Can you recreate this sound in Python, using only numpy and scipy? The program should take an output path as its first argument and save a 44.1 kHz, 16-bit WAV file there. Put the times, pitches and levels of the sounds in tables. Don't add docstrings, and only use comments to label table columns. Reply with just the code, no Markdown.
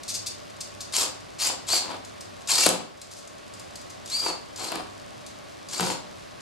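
import sys
import numpy as np
from scipy import signal
from scipy.fft import rfft, irfft
from scipy.io import wavfile

SR = 44100
rng = np.random.default_rng(int(sys.argv[2]) if len(sys.argv) > 2 else 0)


def pcm_store(signal):
    levels = np.round(np.clip(np.atleast_2d(signal), -1, 1) * 32767)
    wavfile.write(sys.argv[1], SR, levels.astype(np.int16).T)


N = 282663
TIME = np.arange(N) / SR
BINS = np.fft.rfftfreq(N, 1 / SR)


def amp(db):
    return 10 ** (np.asarray(db) / 20)


def unit(x):
    return x / np.sqrt(np.mean(x ** 2) + 1e-20)


def read(points, hz):
    f, value = np.transpose(points)
    return np.interp(np.log(hz + 1), np.log(f + 1), value)


def add(mix, s, sound):
    part = mix[max(round(s * SR), 0):][:len(sound)]
    part += sound[:len(part)]


def colour(x, spectrum, size=2048):
    hz = abs(np.fft.fftfreq(size, 1 / SR))
    log_gain = np.log(amp(np.maximum(read(spectrum, hz), -100)))
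    taps = np.fft.ifft(np.exp(np.conj(signal.hilbert(log_gain)))).real
    return signal.oaconvolve(x, taps / np.linalg.norm(taps))[:N]


def wander(rate_hz):
    return unit(irfft(rfft(rng.standard_normal(N)) * np.exp(-(BINS / rate_hz) ** 2), N))


def grains(per_s, spread_db):
    size = rng.standard_normal(N) * amp(spread_db * rng.standard_normal(N).clip(-2, 2))
    return unit(size * (rng.random(N) < per_s / SR))


def envelope(start, length, attack_s, release_s):
    t = TIME - start
    return np.clip(t / attack_s, 0, 1) * np.exp(-np.maximum(t - length, 0) / release_s)


# frequency in Hz, relative level in dB per Hz.
AIR_SPECTRUM = [(15, -49), (25, -16), (103, -3.5), (146, -7), (191, -6.5), (250, -8), (354, -8.5),
                (501, -11), (588, -4.5), (927, -12.5), (1090, -9.5), (1310, -12), (4500, -16),
                (12100, -32.5), (15000, -68)]
# frequency in Hz, side minus mid in dB.
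AIR_SIDE = [(60, -12), (110, -0.5), (200, 6.5), (380, 7.5), (700, 6), (1290, 2.5), (2380, -5), (4400, -8),
            (8120, -5), (15000, 0)]
# centre in Hz, width at half amplitude in Hz, level in the mid in dB.
ROOM_HUMS = [(101, 4.5, -62.5), (589, 26, -64), (1109, 29, -63)]


def air(hiss_db=-47.44):
    mid, side = rfft(rng.standard_normal((2, N)))
    shape = amp(hiss_db) * unit(amp(read(AIR_SPECTRUM, BINS)))
    for hz, width, db in ROOM_HUMS:
        peak = unit(1 / (1 + (2 * (BINS - hz) / width) ** 2))
        shape = np.hypot(shape, amp(db) * peak)
    mid = irfft(mid * shape, N)
    side = irfft(side * shape * amp(read(AIR_SIDE, BINS)), N)
    return np.array([mid + side, mid - side])


# start in seconds, level in dB before the tick trim.
SERVO_TICKS = [(0.0334, -32), (2.0482, -34.5), (2.2079, -31.5), (3.0152, -29), (3.275, -37.5),
               (3.5374, -36.5), (3.5957, -34.5), (3.7561, -31.5), (3.8147, -39), (3.902, -36),
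               (4.0591, -30.5), (4.0995, -29), (5.264, -32.5)]
# start in seconds, length in seconds,
# opening kick in dB before the tick trim, whirr level in dB.
MOTOR_TWITCHES = [(0.0803, 0.051, -31, -31), (0.142, 0.038, -25.5, -33), (0.262, 0.027, -31, -30),
                  (0.606, 0.017, -29, -35.5), (0.806, 0.023, -29, -39), (3.107, 0.043, -47, -43),
                  (3.159, 0.074, -50, -46.5)]
# frequency in Hz, relative level in dB per Hz.
TICK_SPECTRUM = [(1470, -34.5), (2500, -7), (3200, -11.5), (3500, -1), (4350, 1), (4800, 5.5), (5530, 0.5),
                 (6190, 2.5), (7700, 1.5), (12600, -14), (15000, -37)]
PLAY_S = 0.0026


def ticks(tick_db=-4.5, ring_s=0.0055, rebound=0.15, settle_s=0.034, idle_db=-60):
    t = np.arange(SR // 8) / SR
    force = np.zeros(N)
    twitch_kicks = [(s, db) for s, _, db, _ in MOTOR_TWITCHES]
    move_kicks = [(s, db) for s, _, _, _, db, _, _ in SERVO_MOVES]
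    decay = np.exp(-t / ring_s) + rebound * np.exp(-t / settle_s)
    for s, db in SERVO_TICKS + twitch_kicks + move_kicks:
        add(force, s, amp(db + tick_db) * decay)
    for s, length, _, db in MOTOR_TWITCHES:
        u = 4 * t / length
        add(force, s + PLAY_S, amp(db) * u * np.exp(1 - u))
    chatter = amp(idle_db) * grains(160, 3.5)
    return colour(force * rng.standard_normal(N) + chatter, TICK_SPECTRUM)


# start in seconds, length in seconds, run-up in seconds, top gear mesh rate
# in Hz before the sag, opening kick in dB before the tick trim, then tooth rasp and whine in dB before their trims.
SERVO_MOVES = [(0.924, 0.1, 0.026, 5343, -30, -24, -30), (1.385, 0.091, 0.036, 5300, -42, -23.5, -26.5),
               (1.669, 0.11, 0.036, 4800, -36, -25, -26.5), (2.4733, 0.21, 0.033, 4650, -26, -22, -28),
               (4.076, 0.226, 0.05, 4800, -36, -36, -27.5), (4.56, 0.13, 0.035, 4630, -31, -37.5, -44),
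               (5.6868, 0.24, 0.048, 4707, -32, -34.5, -38.5)]
START_SHARE = 0.68
SAG_SHARE, SAG_PART = 0.08, 0.3
COAST_S, WHINE_STOP_S = 0.015, 0.00495
HOUSING_HZ, HOUSING_WIDTH_HZ = 4556, 680
SURGE_DB, SURGE_AT, SURGE_WIDTH = 5, 1.45, 0.45


def drive():
    speed, grind, sing = np.full(N, float(HOUSING_HZ)), np.zeros(N), np.zeros(N)
    for start, length, run_up, top_hz, _, rasp_db, whine_db in SERVO_MOVES:
        t = np.maximum(TIME - start, 0)
        run = 1 - (1 - START_SHARE) * np.exp(-(t / run_up) ** 1.5)
        tension = np.clip(1 + (t / length - 1) / SAG_PART, 0, 2)
        speed = np.where(TIME >= start, top_hz * run * (1 - SAG_SHARE * tension), speed)
        surge_db = SURGE_DB * np.exp(-((t / run_up - SURGE_AT) / SURGE_WIDTH) ** 2)
        grind += amp(rasp_db) * envelope(start, length, run_up, COAST_S)
        sing += amp(whine_db + surge_db) * envelope(start, length, run_up, WHINE_STOP_S)
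    resonance = 1 / np.hypot(1, 2 * (speed - HOUSING_HZ) / HOUSING_WIDTH_HZ)
    return speed, grind, sing * resonance


# frequency in Hz, relative level in dB per Hz.
GEARBOX_SPECTRUM = [(250, -44), (500, -17.5), (830, -4), (1300, -7), (1900, -14), (2300, -6.5),
                    (3300, -7.5), (4500, 0.5), (6000, -3.5), (7300, 1), (8500, -3.5), (10100, -10.5),
                    (12100, -10.5), (14200, -43)]


def servos(rasp_db=-2, whine_db=-2, half_db=-23, double_db=-23, jitter=.011, fray=.08,
           orders_db=-3, shake_db=2.3, waver_db=3.5, teeth_count=10):
    mesh_hz, grind, sing = drive()
    speed = mesh_hz * (1 + jitter * wander(49.6))
    shaft = 2 * np.pi * np.cumsum(speed) / SR / teeth_count
    orders = np.zeros(N)
    for k in range(4, 26):
        orders += np.cos(k * shaft + 2 * np.pi * rng.random()) * (1 + 0.94 * wander(64))
    bite = (1 + 0.26 * np.cos(shaft)) * amp(shake_db * wander(113))
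    strikes = rng.standard_normal(N) + amp(orders_db) * unit(orders)
    rasp = colour(unit(bite * strikes), GEARBOX_SPECTRUM)
    load = grind / (grind + sing + 1e-9)
    mesh = 2 * np.pi * np.cumsum(speed * (1 + fray * load ** 2 * wander(351))) / SR
    whine = np.sin(mesh) + amp(half_db) * np.sin(mesh / 2) + amp(double_db) * np.sin(2 * mesh)
    whine = unit(whine * amp(waver_db * wander(55)) * (1 + load ** 2 * np.cos(shaft)))
    return amp(rasp_db) * rasp * grind + amp(whine_db) * whine * sing


# start in seconds, length in seconds, level in dB before the slide trim.
TENDON_STROKES = [(0.965, 0.11, -35.5), (1.427, 0.086, -35), (1.682, 0.058, -37.5), (1.813, 0.14, -38.5),
                  (2.506, 0.15, -36), (4.215, 0.085, -37), (4.58, 0.22, -37.5), (5.734, 0.058, -36.5),
                  (5.784, 0.14, -29.5)]
# start in seconds, thud in dB, crack in dB before the crack trim.
STOP_KNOCKS = [(1.497, -28.5, -45), (1.733, -23.5, -33), (1.915, -33, -46), (2.662, -14, -17),
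               (2.6651, -19.5, -6.5), (2.69, -17, -8.5), (4.262, -27, -29), (4.719, -25, -26.5),
               (4.756, -28, -27), (5.807, -24, -23)]
# frequency in Hz, relative level in dB per Hz.
FOREARM_SPECTRUM = [(100, -44), (170, -10.5), (320, -1), (420, -3), (520, -4.5), (850, 0.5), (1300, -6),
                    (1900, -14), (3000, -11), (5000, -14.5), (9000, -84)]
# frequency in Hz, relative level in dB per Hz.
CRACK_SPECTRUM = [(120, -43), (500, 3), (1000, -12), (1800, -20), (3000, -10), (5500, -8.5), (8000, 0),
                  (11000, -5), (14000, -21), (16000, -44)]
# frequency in Hz, relative level in dB, t60 in seconds.
STAND_MODES = [(140.1, -3.5, 0.47), (181, 10, 0.16), (234.7, 5.5, 0.19), (311, -1, 0.17), (370, 6.5, 0.039),
               (518.6, 9.5, 0.21)]
TAKE_UP_S, SLACKEN_S = 0.013, 0.015
JERK_DB, JERK_HZ = 2, 44.8
RATTLE_DB, RATTLE_S = -13.5, 0.059


def fingers(slide_db=-3.5, scrape_db=-18, thud_s=0.0082, crack_db=2, crack_s=0.0014,
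            stand_db=-2, heavy_db=-31):
    t = np.arange(SR // 2) / SR
    thud, crack, slide, rattle = np.zeros((4, N))
    for s, low_db, high_db in STOP_KNOCKS:
        add(thud, s, amp(low_db) * np.exp(-t / thud_s))
        add(crack, s, amp(high_db + crack_db) * np.exp(-t / crack_s))
        rattle += amp(low_db + RATTLE_DB) * envelope(s, 0, thud_s, RATTLE_S)
    for s, length, db in TENDON_STROKES:
        slide += amp(db) * envelope(s, length, TAKE_UP_S, SLACKEN_S)
    pull = amp(slide_db) * np.hypot(slide * amp(JERK_DB * wander(JERK_HZ)), rattle)
    slips = grains(1800, 3.0) * pull
    force = slips + thud * grains(5000, 0.77)
    ring = sum(amp(db - 60 * t / t60) * np.cos(2 * np.pi * hz * t) for hz, db, t60 in STAND_MODES)
    push = force * np.minimum(pull / amp(heavy_db), 1) ** 2
    rocking = signal.oaconvolve(push, ring / np.linalg.norm(ring))[:N]
    body_band = signal.butter(2, [110, 900], "bandpass", fs=SR, output="sos")
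    rocking = signal.sosfilt(body_band, rocking)
    clatter = colour(amp(scrape_db) * slips + crack * rng.standard_normal(N), CRACK_SPECTRUM)
    return colour(force, FOREARM_SPECTRUM) + amp(stand_db) * rocking + clatter


# frequency in Hz, lead of the left in radians.
PORT_LEAD = [(150, 0.2), (500, 0.9), (1300, 1.3), (2200, -0.8), (4600, -0.62), (8000, -0.2), (13000, -0.3)]
# frequency in Hz, left minus right in dB.
PORT_LEVEL = [(300, -2), (1000, 10.5), (2500, 8), (4600, 2), (12000, 5)]


def ports(x):
    turn = amp(read(PORT_LEVEL, BINS) / 2) * np.exp(.5j * read(PORT_LEAD, BINS))
    return irfft(rfft(x) * np.array([turn, 1 / turn]), N)


# frequency in Hz, t60 in seconds.
ROOM_DECAY = [(150, 0.55), (800, 0.42), (4500, 0.39), (7000, 0.34), (12000, 0.24)]


def room(x, tail_db=-3.0, desk_db=-13, desk_s=0.0056):
    t = np.arange(SR // 2) / SR
    near, far = rng.standard_normal((2, 2, len(t))) * (rng.random((2, 2, len(t))) < 3000 / SR)
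    hz, frame_s, z = signal.stft(far * (t > .007), SR, nperseg=256)
    decay = amp(-60 * frame_s / read(ROOM_DECAY, hz)[:, None])
    tail = signal.istft(z * decay, SR, nperseg=256)[1][:, :len(t)]
    desk = near * np.exp(-t / desk_s) * (t > .001)
    echo = np.zeros((2, len(t)))
    for db, part in [(tail_db, tail), (desk_db, desk)]:
        echo += amp(db) * part / np.linalg.norm(part, axis=1, keepdims=True)
    return signal.fftconvolve(x[None], echo, axes=1)[:, :N]


def scene():
    background = air()
    hand = ticks() + servos() + fingers()
    return background + ports(hand) + room(hand)


def record(dry, limit_db=-17, recover_db_per_s=9, squeeze=0.63, edge_hz=15850):
    power = signal.lfilter(np.ones(128) / 128, 1, (dry ** 2).mean(0))
    power_db = 10 * np.log10(abs(power) + 1e-12)
    fall = TIME * recover_db_per_s
    held_db = np.maximum.accumulate(power_db + fall) - fall
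    over_db = np.maximum(held_db - limit_db, 0)
    duck_db = squeeze * signal.lfilter(np.ones(200) / 200, 1, over_db)
    low_pass = signal.firwin(511, edge_hz, window=("kaiser", 9), fs=SR)
    return signal.oaconvolve(np.clip(dry / amp(duck_db), -1, 1), low_pass[None], "same")


dry = scene()
out = record(dry)
pcm_store(out)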